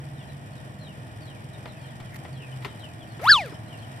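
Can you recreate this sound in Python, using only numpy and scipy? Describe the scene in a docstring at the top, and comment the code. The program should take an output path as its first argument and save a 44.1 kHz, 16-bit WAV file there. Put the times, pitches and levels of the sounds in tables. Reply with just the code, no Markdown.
"""A fishing rod and line whistle through the air as an angler on a lake platform strikes.
They shed little swirls of air, so the pitch shoots up and slides down with their speed.
Before that, tackle knocks on a bamboo rack, the rod handle scrapes and a sleeve rustles.
Small birds call in falling notes over the hiss of open air and two distant boat engines."""
import sys
import numpy as np
from scipy import signal
from scipy.fft import rfft, irfft
from scipy.io import wavfile

SR = 44100
rng = np.random.default_rng(int(sys.argv[2]) if len(sys.argv) > 2 else 0)


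def to_wav(s):
    """Save 16-bit WAV."""
    ch = np.atleast_2d(s).T  # columns
    pcm = np.round(np.clip(ch, -1, 1) * 32767)  # PCM
    wavfile.write(sys.argv[1], SR, pcm.astype(np.int16))


N = 176400
T = np.arange(N) / SR


def amp(db):
    """Turns decibels into a number to multiply by."""
    return 10 ** (np.asarray(db) / 20)


def unit(x):
    """Scales a signal to an average strength (rms) of 1."""
    return x / np.sqrt(np.mean(x ** 2) + 1e-20)


def add(mix, start_s, sound):
    """Mixes a sound in at a given time."""
    part = mix[..., round(start_s * SR):][..., :sound.shape[-1]]
    part += sound[..., :part.shape[-1]]


def bump(peak_s, width_s):
    """A smooth rise to 1 and back."""
    return np.exp(-((T - peak_s) / width_s) ** 2)


def drift(rate_hz):
    """A smooth random wobble, up to about this rate."""
    return unit(irfft(rfft(rng.standard_normal(N)) * np.exp(-(np.fft.rfftfreq(N, 1 / SR) / rate_hz) ** 2), N))


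def noise(spectrum, tilt_db=0):
    """Noise shaped by a table of frequencies and levels; the tilt brightens it per octave."""
    hz, db = np.transpose(spectrum)
    octave = np.log2(np.fft.rfftfreq(N, 1 / SR) + 1)
    gain = amp(np.interp(octave, np.log2(hz), db) + tilt_db * octave)
    return unit(irfft(rfft(rng.standard_normal(N)) * gain, N))


def wide_noise(spectrum, spread, tilt_db=0):
    """Stereo noise; more spread makes left and right less alike."""
    return unit(noise(spectrum, tilt_db) + spread * noise(spectrum, tilt_db) * np.array([[1], [-1]]))


def pan(x, left_db):
    """Makes the left side this much louder than the right."""
    return x * amp([[left_db / 2], [-left_db / 2]])


def below(x, edge_hz):
    """The part of a sound under a frequency."""
    return signal.sosfiltfilt(signal.butter(2, edge_hz, fs=SR, output="sos"), x)


# tone of the air, shared by both sides and differing between them (frequency [Hz], level [dB])
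AIR_SHARED = [(20, -22), (40, -24), (62, -11), (100, 4), (140, 5), (175, -1), (280, -8.5), (450, -13.5),
              (525, -14.5), (630, -7), (900, -14.5), (1300, -23.5), (1600, -21.5), (1880, -13.5),
              (2130, -24.5), (2400, -17), (2680, -26), (2950, -20), (3400, -25.5), (3750, -28.5),
              (4250, -36), (5100, -30), (5550, -28.5), (6200, -36.5), (6800, -47), (7450, -30),
              (8050, -35.5), (8650, -26), (9450, -41.5), (9800, -33.5), (12000, -39.5), (15200, -44.5)]
AIR_SIDES = [(20, -10), (60, -2), (120, 6.5), (250, -4), (450, -2.5), (800, -3), (1200, -6.5), (1480, -1.5),
             (2250, -13), (2550, -14.5), (2950, -12), (3400, -16), (3780, -16), (4200, -20), (4600, -18),
             (5500, -22.5), (7900, -25), (8750, -18.5), (9900, -23.5), (11000, -26), (11700, -27.5),
             (15200, -34)]
# slow swell of the air above its rumble (time [s], boost [dB])
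AIR_SWELL = [(0, 0), (1.4, 0.5), (2.0, .5), (2.7, 1), (3.6, 1.5), (4, 2.5)]

def lake_air():
    """Open air rumbles and hisses; its highest part ticks along with the steady engine."""
    air = amp(-44.5) * noise(AIR_SHARED) + amp(-49.5) * noise(AIR_SIDES) * np.array([[1], [-1]])
    rumble, body = below(air, edge_hz=400), below(air, edge_hz=3200)
    ticking_hiss = engine_clatter() * (air - body)
    swell = amp(np.interp(T, *np.transpose(AIR_SWELL)) + .7 * drift(6.4))
    return rumble + swell * (body - rumble + ticking_hiss)


# ticks in each engine cycle (place in the cycle [0-1], level relative to the hiss [dB])
ENGINE_TICKS = [(0.92, 0), (0.15, -2), (.46, -5.5)]
FIRING_HZ = 21.42

def engine_clatter():
    """A loudness curve for the hiss: the engine ticks three times a cycle, a little unevenly."""
    ticks, width_cycles = np.zeros(N), .076
    for place, db in ENGINE_TICKS:
        cycles_away = (T * FIRING_HZ - place + .5) % 1 - .5
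        ticks += amp(db) * np.exp(-(cycles_away / width_cycles) ** 2)
    return unit(1 + ticks * amp(2.5 * drift(30)))


# tones in the engine's drone (multiple of the firing rate, level [dB])
ENGINE_TONES = [(3, -61), (4, -58.5), (5, -50), (6, -49.5), (7, -53), (8, -69.5), (9, -58), (10, -63),
                (11, -61), (12, -61), (13, -73), (14, -65), (15, -61), (19, -71.5), (23, -65), (29, -61.5),
                (33, -66.5)]
FADING = .38  # how strongly the engines waver across the water

def steady_engine():
    """A far engine fires at an almost even rate, making a stack of tones that fade in and out."""
    phase = 2 * np.pi * np.cumsum(FIRING_HZ * (1 + .0019 * drift(1.99))) / SR
    drone = np.zeros(N)
    for multiple, db in ENGINE_TONES:
        level = amp(db) * (1 + FADING * drift(9.1))
        drone += level * np.cos(multiple * phase + FADING * drift(5))
    return np.sqrt(2) * drone


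# hum of the second engine (time [s], pitch [Hz], level [dB])
ENGINE_HUM = [(0, 146, -45.5), (.25, 142.9, -44.5), (0.549, 135, -45.5), (.9, 129.2, -47.5),
              (1.25, 120.7, -65), (1.65, 111.4, -48), (2.0, 112.8, -57), (2.15, 135.8, -45),
              (2.55, 131.1, -40), (2.8, 120, -55), (3.3, 110, -46), (3.7, 112, -48.5), (4, 111.6, -51.5)]

def throttling_engine():
    """Another far engine changes speed, so its hum slides up and down."""
    times, hz, db = np.transpose(ENGINE_HUM)
    level = amp(np.interp(T, times, db)) * (1 + FADING * drift(6.7))
    phase = 2 * np.pi * np.cumsum(np.interp(T, times, hz)) / SR
    return np.sqrt(2) * level * np.sin(phase)


# bird notes (time [s], length [s], start pitch [Hz], end pitch [Hz], level [dB])
BIRD_NOTES = [(.13, 0.1, 4400, 3170, -62), (0.185, 0.063, 3200, 2490, -55.5),
              (0.202, 0.055, 3500, 3050, -56), (0.267, 0.09, 4300, 3630, -63),
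              (0.512, 0.099, 4550, 3780, -68), (0.562, .03, 4100, 3620, -58),
              (0.788, 0.058, 4330, 3980, -57.5), (.835, .045, 4100, 3550, -55),
              (.86, 0.076, 3300, 2550, -53.5), (1.204, 0.056, 4800, 4240, -58.5),
              (1.263, 0.034, 4230, 3560, -51.5), (1.272, 0.061, 3500, 2670, -50.5),
              (1.331, 0.075, 2600, 2200, -59), (1.525, 0.036, 4000, 3620, -55.5),
              (1.663, .065, 4450, 3530, -57), (1.719, 0.088, 2850, 2350, -59.5),
              (1.775, .12, 4750, 3920, -65), (1.806, 0.08, 3550, 2880, -58.5), (1.87, .08, 3900, 2700, -60),
              (2.035, .05, 3400, 2895, -60), (2.317, .07, 4800, 3700, -64), (2.35, 0.12, 3500, 2510, -53),
              (2.36, .15, 3000, 2215, -55.5), (2.515, 0.029, 3100, 2850, -52.5),
              (2.656, .05, 3850, 3700, -59), (2.672, 0.074, 3300, 2900, -55),
              (2.745, 0.031, 3170, 2890, -57), (2.788, 0.039, 4400, 3530, -56),
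              (2.815, 0.066, 3350, 2600, -48), (2.861, .07, 2750, 2350, -57), (3.0, 0.049, 3550, 2850, -55),
              (3.078, 0.064, 4750, 4020, -63), (3.135, .06, 3600, 2787, -58.5),
              (3.487, 0.083, 5000, 5320, -58.5), (3.521, .07, 3450, 2800, -57),
              (3.665, 0.044, 4300, 3700, -64.5), (3.698, 0.073, 3300, 2600, -50.5),
              (3.785, .03, 4400, 4040, -60.5), (3.81, 0.057, 3450, 2800, -56.5)]

def birds():
    """Whistled notes, nearly all falling, broken up by distance and blurred by echoes from the shore."""
    calls, waver = np.zeros(N), .014 * drift(160)
    for start_s, length_s, start_hz, end_hz, db in BIRD_NOTES:
        progress = np.arange(0, length_s, 1 / SR) / length_s
        hz = start_hz * (end_hz / start_hz) ** progress * (1 + waver[round(start_s * SR):][:len(progress)])
        level = amp(db) * np.sqrt(2) * np.sin(np.pi * progress)
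        add(calls, start_s, level * np.sin(2 * np.pi * np.cumsum(hz) / SR))
    calls *= unit(amp(3.5 * drift(60)))  # the loudness flickers
    t = T[:SR // 2]
    tail = rng.standard_normal((2, len(t))) * amp(-60 * t / .16)  # echoes drop 60 dB in 0.16 s
    echo = signal.fftconvolve(calls[None], tail / np.linalg.norm(tail[0]), axes=1)[:, :N]
    return pan(calls, left_db=5.5) + amp(-2) * echo


# knocks of tackle (time [s], level [dB], fade time [s], brightness [dB per octave])
TACKLE_KNOCKS = [(1.656, -34.5, 0.008, -1.2), (1.678, -47, 0.0054, 1), (2.001, -42, 0.0085, 1.5),
                 (2.007, -37.5, 0.015, -8.5), (2.250, -39.5, .010, -1.5), (2.622, -45, .014, 2),
                 (2.647, -30, 0.0073, 2), (2.653, -32.5, 0.0089, -3), (3.194, -38.5, 0.018, -2),
                 (3.524, -39.5, .012, -4.5)]
# tone of the bamboo rack (frequency [Hz], level [dB])
BAMBOO_TONE = [(120, -32), (250, -8.5), (390, 1.5), (520, -4), (630, -1.5), (750, -1.5), (920, 0),
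               (1120, -4), (1310, -0.5), (1600, -10.5), (2050, -1.5), (2600, -9.5), (3400, -11.5),
               (4700, -19.5), (6500, -30.5), (15000, -38)]

def tackle_knocks():
    """Tackle hits the bamboo rack, which rings briefly; the platform adds a faint tail."""
    out = np.zeros((2, N))
    rise_s, tail_s = .00094, .046
    for start_s, db, fade_s, tilt_db in TACKLE_KNOCKS:
        shape = np.minimum(T / rise_s, 1) * (np.exp(-T / fade_s) + amp(-14.5) * np.exp(-T / tail_s))
        add(out, start_s, amp(db) * shape * wide_noise(BAMBOO_TONE, spread=.47, tilt_db=tilt_db))
    return pan(out, left_db=3)


# tone of the scraping handle (frequency [Hz], level [dB])
SCRAPE_TONE = [(900, -23), (1700, -9), (2030, 4), (2350, -20), (4000, -30)]

def handle_scrape():
    """The rod handle slides on its rest with a short, hollow scrape."""
    level = amp(-50 + 2.4 * drift(200)) * bump(peak_s=2.14, width_s=.029)
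    return pan(level * wide_noise(SCRAPE_TONE, spread=.48), left_db=3)


# brushes of the sleeve (time [s], width [s], level [dB])
SLEEVE_BRUSHES = [(2.146, 0.0094, -47), (2.164, .006, -41.5), (2.655, 0.021, -51), (3.235, 0.022, -52),
                  (3.257, 0.029, -37), (3.417, .005, -48), (3.463, .005, -46), (3.482, .005, -45)]
# tone of the cloth (frequency [Hz], level [dB])
CLOTH_TONE = [(300, -11), (1200, 5), (2000, 10), (3000, -4), (6000, -8), (10000, -8), (14000, -6),
              (15500, -28)]

def sleeve():
    """Cloth rubs in brief, grainy bursts."""
    level = sum(amp(db) * bump(peak_s, width_s) for peak_s, width_s, db in SLEEVE_BRUSHES)
    grainy_hiss = unit(wide_noise(CLOTH_TONE, spread=1) * amp(3.9 * drift(600)))
    return pan(level * grainy_hiss, left_db=.5)


# the whistle's pitch, which follows the rod's speed (time [s], pitch [Hz])
SWING_PITCH = [(3.17, 250), (3.21, 439), (3.25, 825), (3.285, 1390), (3.301, 1757), (3.32, 1509),
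               (3.35, 1186), (3.44, 582), (3.55, 243)]
FLUTTER_HZ = 110  # how fast the whistle's pitch and loudness tremble

def rod_swing():
    """Rod and line speed up and slow down, making a whistle, a rush of air and a low wake."""
    times, hz = np.transpose(SWING_PITCH)
    pitch = np.exp(np.interp(T, times, np.log(hz))) * (1 + .002 * drift(FLUTTER_HZ))
    speed = pitch / hz.max()  # 1 is top speed
    moving = np.clip(np.minimum(T - times[0], times[-1] - T) / .018, 0, 1)  # 18 ms fade in and out
    return pan(moving * (whistle(pitch, speed) + air_rush(speed)) + wake(), left_db=1.6)


def flutter(rate_hz):
    """A random shake of a tone's strength and timing, which makes it breathy."""
    return drift(rate_hz) + 1j * drift(rate_hz)


# tones of the whistle, with levels given for top speed
# (multiple of the pitch, level while speeding up [dB], level while slowing [dB], power of speed)
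WHISTLE_TONES = [(1, -8.5, -10, 2.91), (2, -28.5, -35.5, 3.1), (3, -18, -7, 3.62), (4, -56.5, -50, 1.6),
                 (5, -63.5, -41, 1.1), (7, -59.5, -40.5, 1.83)]

def whistle(pitch, speed):
    """Swirls of air peel off rod and line as tones; most high ones gain as the rod starts to slow."""
    left_lead_s = .000018  # the sound reaches the left side first
    phase = 2 * np.pi * (np.cumsum(pitch) / SR + np.array([[left_lead_s], [0]]) * pitch)
    slowing = .5 + .5 * np.tanh((T - 3.312) / .006)  # goes from 0 to 1 around 3.312 s
    flare_db = 3.8 * bump(peak_s=3.318, width_s=.0065)
    out = np.zeros((2, N))
    for multiple, early_db, late_db, power in WHISTLE_TONES:
        is_third = multiple == 3  # this tone flares briefly and turns breathier
        level = amp(early_db + (late_db - early_db) * slowing + is_third * flare_db) * speed ** power
        breath = amp(-38) * flutter(500) + is_third * slowing * amp(-23) * flutter(900)
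        roughness = 1 + .035 * drift(FLUTTER_HZ) / speed + breath
        out += np.sqrt(2) * level * (roughness * np.exp(1j * multiple * phase)).imag
    return out


# tone of the rushing air (frequency [Hz], level [dB])
RUSH_TONE = [(150, -10), (600, -7.5), (2000, -10.5), (3000, 5.5), (4500, 5.5), (6500, -2.5), (9000, -3),
             (12000, -7), (13500, -13.5), (15500, -23.5)]

def air_rush(speed):
    """Air hisses past the rod, just behind its motion; the highest part needs more speed."""
    late_speed = np.interp(T - .016, T, speed)  # 16 ms behind
    hiss = wide_noise(RUSH_TONE, spread=.507)
    body = below(hiss, edge_hz=6500)
    return amp(-34) * (late_speed ** 1.96 * body + late_speed ** 3 * (hiss - body))


# tone of the air stirred up by the swing (frequency [Hz], level [dB])
WAKE_TONE = [(15, 0.5), (35, -1.5), (70, -8.5), (200, -18), (1000, -61), (3000, -100)]

def wake():
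    """Air stirred up by the swing arrives as a soft, low puff."""
    return amp(-55) * bump(peak_s=3.36, width_s=.07) * noise(WAKE_TONE)


def scene():
    """The angler's sounds, with the lake around them."""
    angler = rod_swing() + tackle_knocks() + handle_scrape() + sleeve()
    return angler + birds() + steady_engine() + throttling_engine() + lake_air()


def record(dry):
    """Cuts away the very highest sounds, above 15550 Hz."""
    low_pass = signal.firwin(511, 15550, window=("kaiser", 9), fs=SR)
    return signal.oaconvolve(dry, low_pass[None], "same")


dry = scene()
out = record(dry)
to_wav(out)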